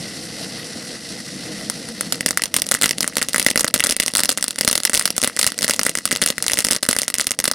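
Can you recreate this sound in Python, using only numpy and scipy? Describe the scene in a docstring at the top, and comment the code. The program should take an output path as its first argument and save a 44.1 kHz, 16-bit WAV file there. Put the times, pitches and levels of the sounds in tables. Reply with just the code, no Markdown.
"""A fountain firework stands on the ground at night, some metres from a microphone.
At first a jet of burning gas roars and hisses: two bands of noise whose levels follow a table.
From 1.7 s stars crackle in the spray; from about 2.2 s the jet is heard at a lower, uneven level.
Each star is a tiny blast that rings the microphone housing, repeats via the ground and sizzles;
smaller bursts follow, a wall answers, and the loudest blasts overload the recorder.
Faint dull ticks sputter all along."""
import sys
import numpy as np
from scipy import signal
from scipy.fft import rfft, irfft, next_fast_len
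from scipy.io import wavfile
from scipy.ndimage import uniform_filter1d

SR = 44100
rng = np.random.default_rng(int(sys.argv[2]) if len(sys.argv) > 2 else 0)


def master(y):
    """Save y as 16-bit WAV."""
    cut = np.clip(np.atleast_2d(y).T, -1, 1)
    pcm = np.round(cut * 32767)  # scale
    wavfile.write(sys.argv[1], SR, pcm.astype(np.int16))


N = 332514  # length in samples

# bursting stars: t/s, level/dB, body against that level/dB
STARS = [(1.699, -9.5, -4.5), (1.888, -25.5, 1), (2.0096, -10.5, -5.5), (2.124, -4.5, -2),
         (2.1448, -28, -2), (2.2081, -12.5, 3), (2.2611, -2.5, -5.5), (2.268, -23, -6), (2.2823, -27, -2),
         (2.2849, -19, 0), (2.2887, -14, -6), (2.308, -8, -5), (2.3737, -3, 0), (2.42, -12.5, -1.5),
         (2.4368, -17, 5), (2.4378, -9.5, -7), (2.457, -16.5, -3), (2.5417, -4.5, -2), (2.5647, 1.5, -7),
         (2.5875, -24, 3), (2.6196, -7.5, -8), (2.6664, -15.5, -14), (2.6892, -16, -15),
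         (2.7136, -3.5, -1.5), (2.7191, -6.5, -2), (2.7413, -7, -8), (2.7493, -8, 2.5), (2.8141, -10.5, 0),
         (2.822, -6, 0), (2.831, -13, 0), (2.8339, -3, -6.5), (2.8413, -3, 5), (2.8474, -28, -16),
         (2.8543, -23, 2), (2.8587, -3.5, -2), (2.879, -21, -3), (2.8924, -10, -8), (2.9097, -7, -0.5),
         (2.9832, -15.5, 0.5), (3.0068, -6, -12), (3.0245, -21, -4), (3.029, -17, 0), (3.03, -12.5, -9),
         (3.0436, -21, 7), (3.0773, -9.5, -12), (3.1556, -21, -12), (3.1688, -4.5, -7), (3.1752, -31, -17),
         (3.1826, -13, -4), (3.2154, -14.5, 5), (3.2201, -16.5, 6), (3.2274, -7, -7), (3.2862, -12, -6.5),
         (3.2937, -22, -10), (3.3324, -12.5, -19), (3.3449, -10.5, 4.5), (3.3605, -6.5, -1.5),
         (3.3813, -8, -12), (3.397, -3.5, -1.5), (3.4167, -18, 4), (3.4273, -12, -9), (3.4473, -19, -6),
         (3.4641, 3.5, 1.5), (3.4854, -15, -7), (3.5008, -17, -5), (3.504, -9.5, -8), (3.5121, -12.5, -6),
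         (3.5585, -9, 3.5), (3.5757, -3.5, -9), (3.5951, -8, -5), (3.6012, -19, -12), (3.608, -8, -5),
         (3.6104, -14, -2), (3.632, -22, -10), (3.6449, -7.5, 0.5), (3.6773, -20, 0), (3.6803, -12.5, 2),
         (3.7407, 5, -6.5), (3.7526, -19, 1), (3.7607, -17.5, 5.5), (3.7706, -31, -6), (3.79, -23, -6),
         (3.797, -13.5, 0), (3.8043, -8, 6), (3.839, -2.5, -3.5), (3.846, -13, -6), (3.8495, -14, -11),
         (3.86, -29, 3), (3.8624, -17, 5), (3.869, -7.5, -9), (3.8926, -13, 0), (3.8973, -11.5, -7),
         (3.9093, -6, -24), (3.915, -27, -2), (3.921, -15, -3), (3.924, -10.5, -5), (3.9656, -11, -10),
         (3.9998, -2, -2.5), (4.0062, -17, -5), (4.0279, -18, -4), (4.0344, -16, -2), (4.0622, -9.5, -14),
         (4.0742, -19, -6), (4.0806, -8.5, -6), (4.1372, -17.5, -2), (4.152, -3.5, -1.5), (4.161, -14, 0),
         (4.17, -7, -23), (4.1818, -7, -17), (4.1915, -18, 7), (4.1946, -8, -2), (4.2042, -9.5, -4),
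         (4.2107, -22, -3), (4.2346, -3, 1.5), (4.2484, -15, -12), (4.2564, -11, -15), (4.2875, -26, -10),
         (4.2917, 0.5, -8), (4.3026, -12, -16), (4.3147, -36, -7), (4.317, -13, -7), (4.3245, -19, -9),
         (4.3747, -13.5, 0), (4.3782, -14, -21), (4.3843, -24, 7.5), (4.4099, -22, -9), (4.4263, -10.5, -1),
         (4.4417, -11, -5.5), (4.4811, -9.5, -5.5), (4.5076, -14.5, -5.5), (4.5589, -21.5, -1),
         (4.5836, -23, 7.5), (4.587, -11, -6), (4.6101, -6, -4), (4.616, -21, -1), (4.6352, -22, -1),
         (4.6485, -10, -0.5), (4.6767, 2.5, -1.5), (4.688, -9, -11), (4.7128, -7, -14), (4.729, -6.5, -1.5),
         (4.7543, -7.5, -10), (4.7559, -10.5, -2), (4.778, -8.5, -3), (4.8024, -17, 1), (4.8343, -13, -12),
         (4.8514, 2.5, -10), (4.8613, -35, 0), (4.8763, -23, 4.5), (4.8964, -9.5, -5), (4.9333, -12, -1),
         (4.9384, -17.5, 0), (4.9421, -4, -7), (4.9486, -5.5, -1), (4.9555, -8, -18), (4.9637, -20, -3),
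         (4.9694, -16, -9), (4.9752, -6.5, -9), (4.9954, -4.5, -5), (5.0118, -15, 0), (5.0237, -15, -20),
         (5.0553, -0.5, -3), (5.0774, -13.5, -1), (5.087, -31, -3), (5.1044, -10.5, -15),
         (5.1652, -13.5, -24), (5.18, -7, -8), (5.2168, -13, -10), (5.229, -12, -6), (5.2368, -4.5, -9),
         (5.245, -3.5, 2), (5.257, -36, -5), (5.2664, -37, -7), (5.2753, -8, -4), (5.3651, -15.5, -7),
         (5.3715, -21, 4.5), (5.3907, -10, -9), (5.3932, -3, -5), (5.4133, -7.5, -10), (5.4291, -8, -15),
         (5.4314, -12, -1), (5.4436, -11, 2.5), (5.466, -1, -15), (5.4747, -8, -3), (5.52, -21, 2.5),
         (5.5793, -21, -10), (5.5889, -11.5, -8), (5.6098, -17, -16), (5.6214, -13.5, -2), (5.629, -8, -4),
         (5.637, -26, -9), (5.6399, -15, -7), (5.6443, -4.5, -2), (5.6803, -9, -9), (5.6882, -14, 2),
         (5.6965, -3.5, -8.5), (5.7092, -6.5, -4), (5.7133, -21, -1), (5.7184, -26, 1), (5.728, -25, -6),
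         (5.7363, -13, -6), (5.7432, -17, -2), (5.7627, -20, -13), (5.7934, -5.5, -1.5), (5.8138, -20, 3),
         (5.8326, -8, -23), (5.851, -18, -8), (5.8558, -22, -12), (5.861, -19, -8), (5.8651, -4.5, 0),
         (5.8864, -40, -6), (5.8942, -7.5, -9), (5.953, -11, 0), (5.9738, -16, -5), (5.9865, -13.5, -4),
         (6.0545, -3, -1.5), (6.1112, -14.5, 4), (6.116, -12, 0.5), (6.122, -19, -1), (6.1269, -10, -8),
         (6.132, -21, -16), (6.1524, -18, 0), (6.1612, -12.5, 3), (6.1712, -19.5, -11), (6.2168, -6.5, -6),
         (6.2209, -9.5, -2.5), (6.226, -12.5, 6), (6.2315, -18, 2), (6.2379, -12, -5), (6.2615, -2.5, -3.5),
         (6.275, -12, -5), (6.287, -12, -10), (6.301, -28, 7), (6.3028, -9, -0.5), (6.3813, -13.5, 3),
         (6.4248, -7, -15), (6.4416, -19, 0), (6.465, -8.5, -7), (6.4815, -8, -2), (6.4984, -16.5, 5),
         (6.5112, -18, -3), (6.5182, -9.5, -5), (6.5341, -6, -15), (6.541, -14.5, -2.5), (6.5585, -30, -6),
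         (6.5729, -14, 0), (6.5797, -22, -4), (6.582, -18, -9), (6.5884, -2.5, -1), (6.5984, -20, -8),
         (6.6051, -11, -14), (6.644, -19, -8), (6.648, -3, -7.5), (6.661, -24, -10), (6.6685, -14, -4),
         (6.686, -13, -3), (6.7056, -26, 14), (6.7099, -3, -2.5), (6.716, -8, -10), (6.7227, -9, -9),
         (6.732, -9, -2.5), (6.7417, -31, -1), (6.7486, -17, -3), (6.7539, -19, 2), (6.7635, -10.5, -5),
         (6.8275, -17, -4), (6.8306, -5.5, -2), (6.838, -21, -14), (6.852, -22, 3), (6.8641, -20, -3),
         (6.8885, 1.5, -2), (6.9091, -26, -3), (6.912, -9, -9), (6.92, -27, -5), (6.9296, -8.5, -5.5),
         (6.9649, -11, 0), (6.9837, -33, -1), (6.9874, -3.5, -10), (6.997, -17, 1), (7.0178, -9, -14),
         (7.0324, -13, -5), (7.0808, -7, -4), (7.1012, -13, -12), (7.1412, -6, -5), (7.153, -18, 2),
         (7.184, -10, -11), (7.1974, -12, -1), (7.2035, -26, -3), (7.206, -10, -11), (7.2116, -9, -17),
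         (7.2244, -25, -8), (7.2438, -22, -3), (7.2693, -4.5, -4.5), (7.3082, -11.5, -9),
         (7.3167, -11.5, -0.5), (7.3896, -10, -4), (7.4011, -8, -4), (7.4415, -6.5, -9), (7.4548, -8.5, 0),
         (7.477, -18, 5), (7.4789, -5.5, -9), (7.5141, -7, -4)]
# ringing of the microphone housing and capsule: f/Hz, level/dB, time to fall by 60 dB/s
# the sharp snap of a blast rings the high tones, its body the middle ones, its thump the low ones
SNAP_TONES = [(8950, 0, 0.0016), (4870, 2, 0.0011), (8100, -7, 0.00057), (10406, -4.5, 0.0026),
              (13800, -10, 0.00017), (3530, -18.5, 0.0014)]
BODY_TONES = [(1993, -1.5, 0.0094), (1405, -1, 0.0038), (2606, 2, 0.0018), (1170, -24.5, 0.0033)]
THUMP_TONES = [(468, 0.5, 0.011), (600, -2, 0.018), (242, 1, 0.023)]
# sizzle after a blast, from burning crumbs, then scattered returns: level/dB, time to fall by 60 dB/s
SIZZLE = [(-8.5, 0.0091), (-12, 0.039)]
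# level at which the jet is heard, lower during the crackle: t/s, roar level/dB, hiss level/dB
JET_LEVELS = [(0.0, -33.5, -32.5), (1.0, -35, -33.5), (2.1, -35, -34.5), (2.3, -41, -44),
              (2.85, -41, -44.5), (3.1, -38, -41.5), (3.35, -40.5, -38), (3.8, -43, -63), (4.2, -47, -46),
              (4.7, -43.5, -45), (5.25, -43.5, -44), (5.6, -39.5, -40), (6.0, -44.5, -44),
              (6.45, -38.5, -39), (6.8, -51, -56), (7.54, -46, -56)]
# tone colour of the roar in the tube: f/Hz, level/dB per Hz
ROAR_COLOUR = [(15, -63), (25, -31), (43, -16), (65, -18), (199, 0), (341, -5.5), (381, -19.5), (483, -3.5),
               (566, -14), (652, -10.5), (840, -20), (1100, -33), (1430, -56), (2420, -120)]
# tone colour of the hissing spray: f/Hz, level/dB per Hz
HISS_COLOUR = [(530, -46), (900, -15.5), (1050, -12), (1500, -5.5), (1710, -7), (2000, 3), (2220, -10),
               (2660, -5), (3420, -6.5), (4400, 0), (5800, -1.5), (6600, -9.5), (9200, -6.5), (10500, -8.5),
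               (15500, -36)]
# hard surfaces near by: delay/s, level/dB
HARD_ECHOES = [(.00145, -18), (.0065, -30)]
# tone colour the microphone capsule gives to the stars: f/Hz, level/dB
CAPSULE_COLOUR = [(30, 6.5), (100, 3.5), (10500, 1.5), (13000, 1.5), (16000, -6.5)]
# the two microphone ports: f/Hz, left minus right/dB, side minus middle/dB
PORT_COLOUR = [(60, 1.2, -19), (500, .6, -23), (2000, .6, -18), (5000, -.1, -12), (9000, -.2, -11.5),
               (14000, -1.6, -7.5)]

SNAP_DB = 7.5  # snap against the level of the star
TONE_SCATTER_DB = 1.8  # every star meets the housing from another angle
# thump against the level of the star: more with a strong body, less with a loud star
THUMP_DB, THUMP_PER_BODY, THUMP_PER_LEVEL, THUMP_SCATTER_DB = -24, 0.4, -0.39, 4
GROUND_S, GROUND_DB = 0.000329, 1  # scale of the extra path's delay; loudest ground return
FRAGMENTS, FRAGMENT_S = 1400, .02  # how many; mean delay after the parent star
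FRAGMENT_DB, FRAGMENT_SPREAD_DB = -31, 10  # weakest against the parent star; range
SPUTTER_RATE, SPUTTER_DB = 20, -50  # ticks per second; level of the weakest
WALL_S, WALL_DB, WALL_T60_S, WALL_HZ = .0205, -21, .016, (500, 5500)  # delay, level, decay, band


def big_stars():
    """The loud stars: a stronger body brings more thump, a louder blast relatively less."""
    s, level_db, body_db = np.transpose(STARS).astype(float)
    thump_db = THUMP_DB + THUMP_PER_BODY * body_db + THUMP_PER_LEVEL * level_db
    thump_db = thump_db + THUMP_SCATTER_DB * rng.standard_normal(len(s))
    return np.array([s, level_db, body_db, thump_db])


def small_stars(parents):
    """Fragments burst soon after their parent star; the nozzle sputters dull ticks all along."""
    pick, wait, size = rng.random((FRAGMENTS, 3)).T
    fragments = parents[:, (pick * len(STARS)).astype(int)]
    fragments[0] -= FRAGMENT_S * np.log(wait)  # mostly short waits, a few long ones
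    fragments[1] += FRAGMENT_DB + FRAGMENT_SPREAD_DB * size
    when, size, dull = rng.random((int(SPUTTER_RATE * N / SR), 3)).T
    ticks = np.array([when * N / SR, SPUTTER_DB + 7 * size, 8 + 9 * dull, -6 + 5 * dull])
    return fragments, ticks


def crackle(s, level_db, body_db, thump_db, facing=0.94):
    """Each star: a pressure step, again via the ground, then a sizzle of burning crumbs."""
    delay_chance, level_chance = rng.random((len(s), 2)).T
    later = s + GROUND_S * (0.228 + delay_chance)
    bounce = undb(GROUND_DB - 6.0 * level_chance)
    size = facing * undb(level_db)
    out = 0
    parts = ((SNAP_TONES, SNAP_DB), (BODY_TONES, body_db), (THUMP_TONES, thump_db))
    for tones, push_db in parts:
        scatter_db = TONE_SCATTER_DB * rng.standard_normal((len(s), len(tones))).T
        shares = undb(push_db + scatter_db)
        shares[1::2] *= -1  # neighbouring tones swing against each other
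        for tone, share in zip(tones, shares):
            direct = train(s, size * share)
            via_ground = train(later, size * share * bounce)
            out = out - ring(direct + via_ground, [tone])
    for db, t60 in SIZZLE:
        keep = 1e-6 ** (1 / (t60 * SR))  # share of the power left after one sample
        power = signal.lfilter([1], [1, -keep], train(s, size ** 2))
        noise = rng.standard_normal(N)
        sizzle = unit(ring(noise, SNAP_TONES) + undb(-22) * ring(noise, BODY_TONES))
        out += undb(db) * np.sqrt(np.abs(power)) * sizzle
    return out


def ring(x, tones):
    """A push sets off tones that start at full swing and die away."""
    t = np.arange(2048) / SR
    answer = 0
    for hz, db, t60 in tones:
        answer = answer + undb(db) * np.cos(2 * np.pi * hz * t) * 1000. ** (-t / t60)
    return signal.oaconvolve(x, answer)[:N]


def train(s, size):
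    """Single pushes at the given times, each split over two samples to place it finely."""
    at = np.clip(s * SR, 0, N - 2)
    i = at.astype(int)
    early = np.bincount(i, size * (1 + i - at), N)
    late = np.bincount(i + 1, size * (at - i), N)
    return early + late


def jet():
    """Turbulent flow roars in the tube; sputtering grains roughen the hiss of the spray."""
    s, roar_db, hiss_db = np.transpose(JET_LEVELS)
    t = np.arange(N) / SR
    surge = walk(25.52)  # shared by roar and hiss
    roar = turbulence(ROAR_COLOUR, 20., count=6, surge_db=1.5 * surge, flutter_db=1.4)
    rough_db = .9 * surge + 1.5 * walk(350)
    hiss = turbulence(HISS_COLOUR, 640., count=5, surge_db=rough_db, flutter_db=1.3)
    return roar * undb(np.interp(t, s, roar_db)) + hiss * undb(np.interp(t, s, hiss_db))


def turbulence(colour, lo_hz, count, surge_db, flutter_db):
    """Swirling gas as octave bands of noise that surge together and flutter alone."""
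    total = 0
    for lo in lo_hz * 2. ** np.arange(count):
        band = shape(rng.standard_normal(N), colour, lo, 2 * lo)
        total = total + band * undb(surge_db + flutter_db * walk(40))
    return unit(total)


def walk(rate):
    """Random levels, a new one every 1 / rate s, smoothed twice; spread near 1."""
    k = int(SR / rate)
    steps = np.repeat(rng.standard_normal(N // k + 1), k)
    return 1.5 * uniform_filter1d(uniform_filter1d(steps, k), k)[:N]


def surfaces(x):
    """Hard surfaces return sharp early echoes; a rough wall returns a thin, smeared copy."""
    t = np.arange(600) / SR
    fading_noise = rng.standard_normal(len(t)) * 1000. ** (-t / WALL_T60_S)
    rough = signal.lfilter(*signal.butter(2, WALL_HZ, "band", fs=SR), fading_noise)
    smeared = signal.fftconvolve(x, rough / np.linalg.norm(rough))[:N]
    wall = np.roll(smeared, int(WALL_S * SR))
    echoes = sum(undb(db) * np.roll(x, int(lag * SR)) for lag, db in HARD_ECHOES)
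    return x + undb(WALL_DB) * wall + echoes


def shape(x, table, lo_hz=0.72, hi_hz=30000., column=1):
    """Colours a sound by a table of f/Hz and level/dB, inside a band with soft edges."""
    size = next_fast_len(N)
    hz = np.arange(size // 2 + 1) * SR / size + 1  # 1 Hz up, to avoid the log of zero
    table = np.array(table, float)
    gain = undb(np.interp(np.log(hz), np.log(table[:, 0]), table[:, column]))
    gain = gain / np.sqrt((1 + (lo_hz / hz) ** 8) * (1 + (hz / hi_hz) ** 8))
    return irfft(rfft(x, size) * gain, size)[:N]


def undb(db):
    """Turns decibels into a factor for the sound pressure."""
    return 10 ** (np.asarray(db) / 20)


def unit(x):
    """Scales to an average strength (rms) of 1."""
    return x / np.sqrt(np.mean(x ** 2))


def scene():
    """Stars and jet reach two ports that face apart: left and right are middle plus or minus side."""
    big = big_stars()
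    stars = np.hstack([big, *small_stars(big)])
    mid = shape(surfaces(crackle(*stars)), CAPSULE_COLOUR) + jet()
    # stars burst left and right of the axis, and the spray is wide
    aside = rng.standard_normal(stars.shape[1])
    side_stars = shape(surfaces(crackle(*stars, facing=aside)), CAPSULE_COLOUR)
    side = shape(undb(-6.5) * jet() + side_stars, PORT_COLOUR, column=2)
    # half of the difference between the ports goes to each
    tilt = shape(mid, [(hz, db / 2) for hz, db, _ in PORT_COLOUR]) - mid
    return np.array([mid + tilt + side, mid - tilt - side])


def record(dry):
    """The loudest blasts are clipped flat; the deep bass is weakened and the top is cut off."""
    clipped = np.clip(dry, -.9, .9)
    blocked = signal.lfilter(*signal.butter(1, 35, "high", fs=SR), clipped)
    cut = signal.ellip(8, .2, 70, 16300, fs=SR, output="sos")  # steep cut above 16300 Hz
    return signal.sosfilt(cut, blocked)


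dry = scene()
out = record(dry)
master(out)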